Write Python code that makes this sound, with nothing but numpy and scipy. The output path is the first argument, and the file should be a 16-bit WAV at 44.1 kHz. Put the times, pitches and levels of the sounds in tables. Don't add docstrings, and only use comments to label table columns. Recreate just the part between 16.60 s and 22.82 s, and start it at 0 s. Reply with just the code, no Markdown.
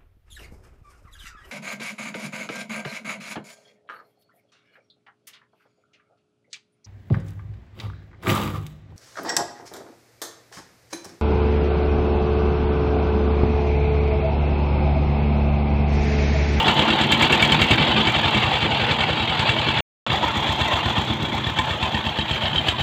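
import sys
import numpy as np
from scipy import signal
from scipy.fft import rfft, irfft, next_fast_len
from scipy.io import wavfile
from scipy.ndimage import uniform_filter1d, minimum_filter1d, map_coordinates

SR = 44100
rng = np.random.default_rng(int(sys.argv[2]) if len(sys.argv) > 2 else 0)


def dump_mix(stems):
    frames = np.atleast_2d(stems).T
    limited = np.clip(frames, -1, 1)
    pcm = np.round(limited * 32767).astype(np.int16)
    wavfile.write(sys.argv[1], SR, pcm)


N = 274302
LEAD = SR // 4

# time in seconds, base rattle level in dB, base exhaust thump level in dB,
# hardness of combustion in dB, view (0 side, 1 rear, 2 and above far rear), rumble over the rattle in dB,
# bark of the upper pipe tones in dB.
RUNNING = [(0, -19.5, -25, -3.5, 0.49, -15, 9.5), (.35, -19, -29, -9.5, 0.26, -16, 17),
           (.5, -17, -28.5, 0.5, 0.19, -12, 8), (1.1, -17, -21, -0.5, 0.14, -14, 10),
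           (1.2, -18, -25, -15.5, 0.21, -8.5, 8), (1.7, -19, -25.5, -13, 0.358, -12, 0),
           (2.4, -22, -26.5, -18, 0.17, -9, -0.5), (3.2, -21, -26, -15, 0.22, -6, -10),
           (3.469, -21.5, -24.5, -27, 0.75, -11, -3.5), (4.2, -22, -22, -12, 1.37, -10, -4),
           (4.6, -25.5, -27.5, -23, 1.04, -7.5, 6), (5, -25, -24, -20, 1.07, -6.5, -8),
           (5.6, -24.5, -25.5, -15, 1.65, -18.5, 8.5), (5.9, -23.5, -23, -13.5, 1.93, -5.5, -9),
           (6.22, -26.5, -23, -12, 2.9, -9, -1)]
# time in seconds, firings per second.
SPEED = [
    [(-.0345, 8.8), (.3, 9.04), (.6, 9.731), (1.25, 11.102), (1.9, 10.688), (2.5, 10.374), (3.23, 10.18)],
    [(3.406, 8.31), (3.45, 8.31), (4.2, 8.14), (4.6, 8.21), (5.3, 8.4), (5.8, 8.03), (6.26, 8.13)],
]
# time in seconds, extra hardness in dB.
HARD_FIRINGS = [(1.474, 6.5), (2.311, 9), (2.408, 8.5), (2.793, 6), (2.891, 9.5), (3.889, 5), (4.012, 6.5),
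                (4.987, 9), (5.226, 7), (5.71, 4.5), (6.081, 7)]

# pitch in Hz, relative level in dB, time to fade by 60 dB in seconds,
# share of the bark from 0 to 1.
PIPE = [(81, 2, 0.083, 0.1), (99.6, -2.5, 0.066, 0), (114.5, -11, 0.1, 0.4), (146, -2.5, 0.1, 0.7),
        (209.3, -6.5, 0.11, 0.97), (279, -5, 0.033, 0.5)]
# start in seconds, starting pitch in Hz, level in dB.
NOTES = [(0.919, 150, -19.5), (1.199, 150, -14), (1.379, 210.7, -17), (1.745, 204, -16), (1.865, 132, -18)]
PIPE_GAIN_DB, PUFF_DB = 5.5, -9.5
NOTE_T60_S, NOTE_RISE = 0.24, 0.11

# pitch in Hz, relative level in dB from the side,
# from the rear, from the far rear, time to fade by 60 dB in seconds.
BLOCK = [(894, -24, 5, -5, 0.083), (1026, -18, -2, -9, 0.11), (1823, -4, 2, 4, 0.036),
         (2299, 5.5, 4, -22, 0.037), (2730, 6.5, 5.5, 6.5, 0.025), (3090, 10.5, -8, 21, 0.023),
         (3214, -1, 3.5, 6, 0.04), (3440, 0.5, 10.5, -23, 0.035), (3787, -6.5, -6.5, 6.5, 0.055),
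         (4330, -12, -26, -19, 0.018)]
# share of the
# cycle, relative click level in dB from the side, from behind, relative knock level in dB.
CYCLE_CLICKS = [(.01, -2.5, 6.5, -22.5), (.27, 3, 4, -7.5), (0.549, 1, 1.5, -12), (.79, -1.5, -6.5, 0.5)]
# time in seconds, # knock level in dB.
LOUD_KNOCKS = [(1.1787, -9.5), (1.2241, -12), (3.5009, -12), (4.8404, -13.5), (5.8545, -10),
               (5.9797, -11.5), (6.1017, -19), (6.1833, -16)]
# pitch in Hz, relative level in dB per Hz.
CRACK = [(3500, -23), (5450, -11.5), (7500, -0.5), (8400, -8.5), (9800, -34)]
# pitch in Hz, relative level in dB per Hz.
FIZZ = [(7000, -14.5), (9000, -2), (10200, -15), (11500, -6.5), (12600, -10.5), (14500, -8.5)]
# pitch in Hz, relative level in dB per Hz.
CLICK = [(3500, -10.5), (5200, 0), (7300, 2.5), (8600, -6.5), (10300, -19.5), (12300, -17), (14000, -8)]
CRACK_DB, KNOCK_DB = -31, -1.5
KNOCK_FOLLOWS, CLICK_FOLLOWS = 0.54, 0.24
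THUMP_SCATTER_DB, HARDNESS_SCATTER_DB, KNOCK_SCATTER_DB = 0.5, 2, 0.47
LATE_KNOCK_S = .006
TAP_DB = 9
CLICK_DB = -21, -14, -29
REBOUND_DB = 5.5, 5, 11
REBOUND_S = .024, .02, 0.018

# share of the cycle, rattle swell in dB before its depth is applied,
# rumble swell in dB.
SWELL = [(0, -3.5, 5), (.15, -2, 3), (.3, -1, 3.5), (.6, -3, 1), (.76, -3.5, 0), (.82, -2, 4), (.93, 0, 3),
         (1, -1, 3)]
# pitch in Hz, width in Hz, strength in dB against the broad colour
CASING = [(761, 13, -3, -1, -11), (2744, 51, -1.5, -35, -27), (7260, 250, -9.5, -9, -2)]
# pitch in Hz, relative level in dB per Hz.
SIDE_VIEW = [(250, -24), (455, -0.5), (870, 0.5), (1300, -3), (2000, -3.5), (3240, 1), (4600, -11.5),
             (5430, -35), (7400, -30.5), (10000, -53), (12600, -75.5), (14500, -44)]
# pitch in Hz, relative level in dB per Hz.
REAR_VIEW = [(250, -2.5), (420, -2), (1000, 3), (1560, -5), (2900, -4), (3350, 1.5), (4500, -16.5),
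             (5150, -25), (7100, -23), (9700, -49), (12300, -40), (13800, -45.5)]
# pitch in Hz, relative level in dB per Hz.
FAR_VIEW = [(250, -20), (700, -5), (1430, -12), (2740, -12), (3130, -7.5), (4500, -22), (5160, -34.5),
            (7200, -34.5), (9500, -49.5), (12300, -46.5), (14000, -45)]
# time in seconds, level over the rattle in dB.
HOLLOW = [(0, -7), (.5, -18.5), (.9, -15.5), (1.15, -17), (1.7, -16.5), (2.5, -14.5), (2.7, -14),
          (3.2, -15), (3.75, -15), (4.1, -18), (4.8, -12.5), (6.22, -23)]
# time in seconds, centre pitch in Hz,
# level over the rattle in dB.
PLATE = [(0, 3010, -2), (1.1, 3270, -14), (3.2, 3250, -18), (3.5, 3410, -11), (4.4, 3315, -3.5),
         (4.7, 3340, -8.5), (5.4, 3300, -5), (6.22, 3090, -6)]
SWELL_DEPTH = 0.98, 1.25, 1.23
HARD_SWELL = 0.79
HOLLOW_HZ, HOLLOW_WIDTH_HZ = 882, 24
PLATE_WIDTH_HZ, PLATE_SWELLS = 330, 2.9
TREBLE_HZ, TREBLE_SWELLS = 4760, 0.92

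# pitch in Hz, relative level in dB per Hz.
RUMBLE = [(40, -30), (70, -15.5), (114, 4), (150, 1.5), (180, -6.5), (218, 3), (273, -8), (325, -1.5),
          (420, -13), (650, -27), (1100, -120)]
BARK_HZ, FLOW_BARKS = 179.5, 0.55

MIC_HZ, TOP_HZ = 60.9, 15450
SILENCE_FROM_S, SILENCE_TO_S = 3.2066, 3.4648


def amp(db):
    return 10 ** (np.asarray(db) / 20)


def unit(x):
    return x / np.sqrt(np.mean(x ** 2) + 1e-20)


def along(points, hz):
    f, v = np.transpose(points)
    return np.interp(np.log(hz + 1), np.log(f + 1), v)


def curves(rows, at):
    place, *columns = np.transpose(rows)
    return [np.interp(at, place, column) for column in columns]


def wobble(rate):
    points = rng.standard_normal(int(N * rate / SR) + 4)
    return map_coordinates(points, [np.arange(N) * rate / SR])


def coloured(x, gain):
    m = next_fast_len(N + 8192)
    g = gain(np.fft.rfftfreq(m, 1 / SR))
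    return irfft(rfft(x, m) * unit(g), m)[:N]


def patchy(x, depth_db, bins, frames):
    z = signal.stft(x, nperseg=1024)[2]
    field = uniform_filter1d(rng.standard_normal(z.shape), size=bins, axis=0)
    field = uniform_filter1d(field, size=frames, axis=1)
    return signal.istft(z * unit(amp(depth_db * unit(field))), nperseg=1024)[1][:N]


def views(turn):
    return np.clip(1 - np.abs(np.clip(turn, 0, 2) - np.arange(3)[:, None]), 0, 1)


def cycles():
    start = []
    for rows in SPEED:
        t = np.arange(rows[0][0], rows[-1][0], 1 / SR)
        turned = np.cumsum(curves(rows, t)[0]) / SR
        firings = np.arange(int(turned[-1]) + 1)
        start = np.append(start, np.interp(firings, turned, t))
    gap = np.diff(start)
    length = minimum_filter1d(np.append(gap, gap[-1]), size=3)
    now = np.arange(N) / SR
    k = np.searchsorted(start, now, "right") - 1
    return start, length, np.minimum((now - start[k]) / length[k], 1)


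def exhaust():
    start, length, _ = cycles()
    _, thump_db, *_, bark_db = curves(RUNNING, start)
    thump_db = thump_db + THUMP_SCATTER_DB * rng.standard_normal(len(start))
    out, t = np.zeros(N + 3 * LEAD), np.arange(LEAD) / SR
    onset = 1 - np.exp(-t / 0.0016)
    for s, cycle, first_db, bark in zip(start, length, thump_db, bark_db):
        for when, db in (s, first_db), (s + .34 * cycle, first_db + PUFF_DB):
            ring = 0
            for hz, level_db, t60, share in PIPE:
                tone_db = level_db + share * (bark + rng.normal(0, 0.89))
                ring = ring + amp(tone_db - 60 * t / t60) * np.sin(2 * np.pi * hz * t)
            out[round(when * SR) + LEAD:][:LEAD] -= amp(db + PIPE_GAIN_DB) * ring * onset
    return out[LEAD:LEAD + N]


def notes():
    out, t = np.zeros(N), np.arange(LEAD) / SR
    for s, hz, db in NOTES:
        pitch = hz * (1 + NOTE_RISE * t / NOTE_T60_S)
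        envelope = amp(db - 60 * t / NOTE_T60_S) * (1 - np.exp(-t / 0.0066))
        out[round(s * SR):][:LEAD] -= envelope * np.sin(2 * np.pi * np.cumsum(pitch) / SR)
    return out


def knocks(times, dbs, t60, rise):
    out, t = np.zeros(N + 3 * LEAD), np.arange(SR // 10) / SR
    hz, *view_db, decay = np.transpose(BLOCK)
    turn = curves(RUNNING, times)[3]
    levels = views(turn).T @ view_db + 2 * rng.standard_normal((len(times), len(hz)))
    modes = amp(-60 * t / decay[:, None]) * np.sin(2 * np.pi * hz[:, None] * t)
    envelope = amp(-60 * t / t60) * (1 - np.exp(-t / rise))
    for s, db, level in zip(times, dbs, levels):
        ring = amp(level) @ modes
        shudder = envelope * rng.standard_normal(len(t))
        knock = signal.fftconvolve(shudder, ring / np.linalg.norm(ring))
        out[round(s * SR) + LEAD:][:len(knock)] += amp(db) * knock
    return signal.sosfilt(signal.butter(8, 4900, fs=SR, output="sos"), out[LEAD:LEAD + N])


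def bursts(times, dbs, t60, rise, colour):
    t = np.arange(SR // 10) / SR
    at = np.round(times * SR).astype(int) + LEAD
    hits = np.bincount(at, amp(dbs) ** 2, N + 2 * LEAD)
    shape = amp(-60 * t / t60) * (1 - np.exp(-t / rise))
    power = signal.fftconvolve(hits, shape ** 2)[LEAD:LEAD + N]
    noise = np.sqrt(np.abs(power)) * rng.standard_normal(N)
    return coloured(noise, lambda hz: amp(along(colour, hz)))


def combustion():
    start = cycles()[0]
    rattle_db, _, hard_db, turn, *_ = curves(RUNNING, start)
    unevenness = np.clip(.3 - hard_db / 10, 0, 1)
    chance = rng.standard_normal((len(start), 2)) * unevenness[:, None]
    hard_db = hard_db + HARDNESS_SCATTER_DB * chance[:, 0]
    for s, extra_db in HARD_FIRINGS:
        hard_db[np.argmin(np.abs(start - s))] += extra_db

    knock_at = start - .004 + LATE_KNOCK_S * np.minimum(amp(hard_db), 1)
    knock_db = KNOCK_DB + KNOCK_FOLLOWS * hard_db + KNOCK_SCATTER_DB * chance[:, 1]
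    knock = knocks(knock_at, knock_db, t60=0.039, rise=0.0034)
    rebound_db = rattle_db + REBOUND_DB @ views(turn) + chance[:, 1]
    rebound = knocks(start + REBOUND_S @ views(turn), rebound_db, t60=0.054, rise=0.004)

    crack_db = CRACK_DB + hard_db
    crack = bursts(start - .001, crack_db, t60=0.12, rise=0.002, colour=CRACK)
    fizz = bursts(start, 2 * crack_db + 29, t60=0.059, rise=.002, colour=FIZZ)
    return knock + rebound + crack + fizz


def cycle_clicks():
    start, length, _ = cycles()
    rattle_db, _, hard_db, turn, *_ = curves(RUNNING, start)
    share, side_db, behind_db, tap_db = np.transpose(CYCLE_CLICKS)
    shape = len(start), len(share)
    jitter, scatter = rng.standard_normal(shape), rng.standard_normal(shape)
    click_at = (start[:, None] + share * length[:, None] + .001 * jitter).ravel()

    tap_db = rattle_db[:, None] + tap_db + TAP_DB + 1.2 * scatter
    tap = knocks(click_at - .003, tap_db.ravel(), t60=0.023, rise=0.004)

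    base_db = rattle_db + CLICK_DB @ views(turn) + CLICK_FOLLOWS * hard_db
    click_db = side_db + (behind_db - side_db) * np.clip(turn, 0, 1)[:, None]
    click_db = base_db[:, None] + click_db + 2.1 * scatter
    return tap + bursts(click_at, click_db.ravel(), t60=0.047, rise=0.0017, colour=CLICK)


def loud_knocks():
    return knocks(*np.transpose(LOUD_KNOCKS), t60=.03, rise=.001)


def rattle():
    now = np.arange(N) / SR
    rattle_db, _, hard_db, turn, *_ = curves(RUNNING, now)
    lumps = unit(amp(1.67 * wobble(150) + 1.1 * wobble(30)) * rng.standard_normal(N))
    depth = SWELL_DEPTH @ views(turn) + HARD_SWELL * amp(hard_db)
    swell_db = depth * curves(SWELL, cycles()[2])[0]
    drive = amp(rattle_db + swell_db) * patchy(lumps, depth_db=3, bins=3, frames=4)

    metal = 0
    for k, (view, weight) in enumerate(zip((SIDE_VIEW, REAR_VIEW, FAR_VIEW), views(turn))):
        metal = metal + weight * coloured(drive, lambda hz: amp(along(view, hz)) * casing(hz, k))
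    metal = metal + plate(rattle_db + PLATE_SWELLS * swell_db)
    high_pass = signal.butter(4, TREBLE_HZ, "high", fs=SR, output="sos")
    treble = signal.sosfiltfilt(high_pass, metal)
    metal = metal + (amp(TREBLE_SWELLS * swell_db) - 1) * treble
    return metal + hollow_panel(amp(rattle_db + 0.2 * swell_db) * lumps)


def casing(f, k):
    gain = 1
    for centre, width, *view_db in CASING:
        gain = gain + amp(view_db[k]) * f * width / np.hypot(centre ** 2 - f ** 2, f * width)
    return np.abs(gain)


def hollow_panel(drive):
    ring = coloured(drive, lambda f: 1 / np.hypot(1, 2 * (f - HOLLOW_HZ) / HOLLOW_WIDTH_HZ))
    return amp(curves(HOLLOW, np.arange(N) / SR)[0]) * ring


def plate(level_db):
    centre_hz, over_db = curves(PLATE, np.arange(N) / SR)
    slow = [coloured(rng.standard_normal(N), lambda f: 1 / (1 + (2 * f / PLATE_WIDTH_HZ) ** 4))
            for _ in range(2)]
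    phase = 2 * np.pi * np.cumsum(centre_hz) / SR
    band = slow[0] * np.cos(phase) + slow[1] * np.sin(phase)
    return amp(level_db + over_db + 1.8 * wobble(60)) * band


def flow():
    rattle_db, *_, over_db, bark_db = curves(RUNNING, np.arange(N) / SR)
    rumble_db = rattle_db + over_db + curves(SWELL, cycles()[2])[1]
    noise = coloured(rng.standard_normal(N), lambda hz: amp(along(RUMBLE, hz)))
    gusty = unit(amp(1.8 * wobble(40)) * noise)
    low = signal.sosfiltfilt(signal.butter(3, BARK_HZ, fs=SR, output="sos"), gusty)
    return amp(rumble_db) * (low + amp(FLOW_BARKS * bark_db) * (gusty - low))


def scene():
    engine = exhaust() + notes() + combustion() + cycle_clicks() + loud_knocks()
    return (engine + rattle() + flow())[None]


def record(dry):
    now = np.arange(N) / SR
    heard = signal.sosfilt(signal.butter(4, MIC_HZ, "high", fs=SR, output="sos"), dry)
    heard = heard * ((now < SILENCE_FROM_S) | (now > SILENCE_TO_S))
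    return signal.sosfilt(signal.ellip(14, .2, 80, TOP_HZ, fs=SR, output="sos"), heard)


dry = scene()
out = record(dry)
dump_mix(out)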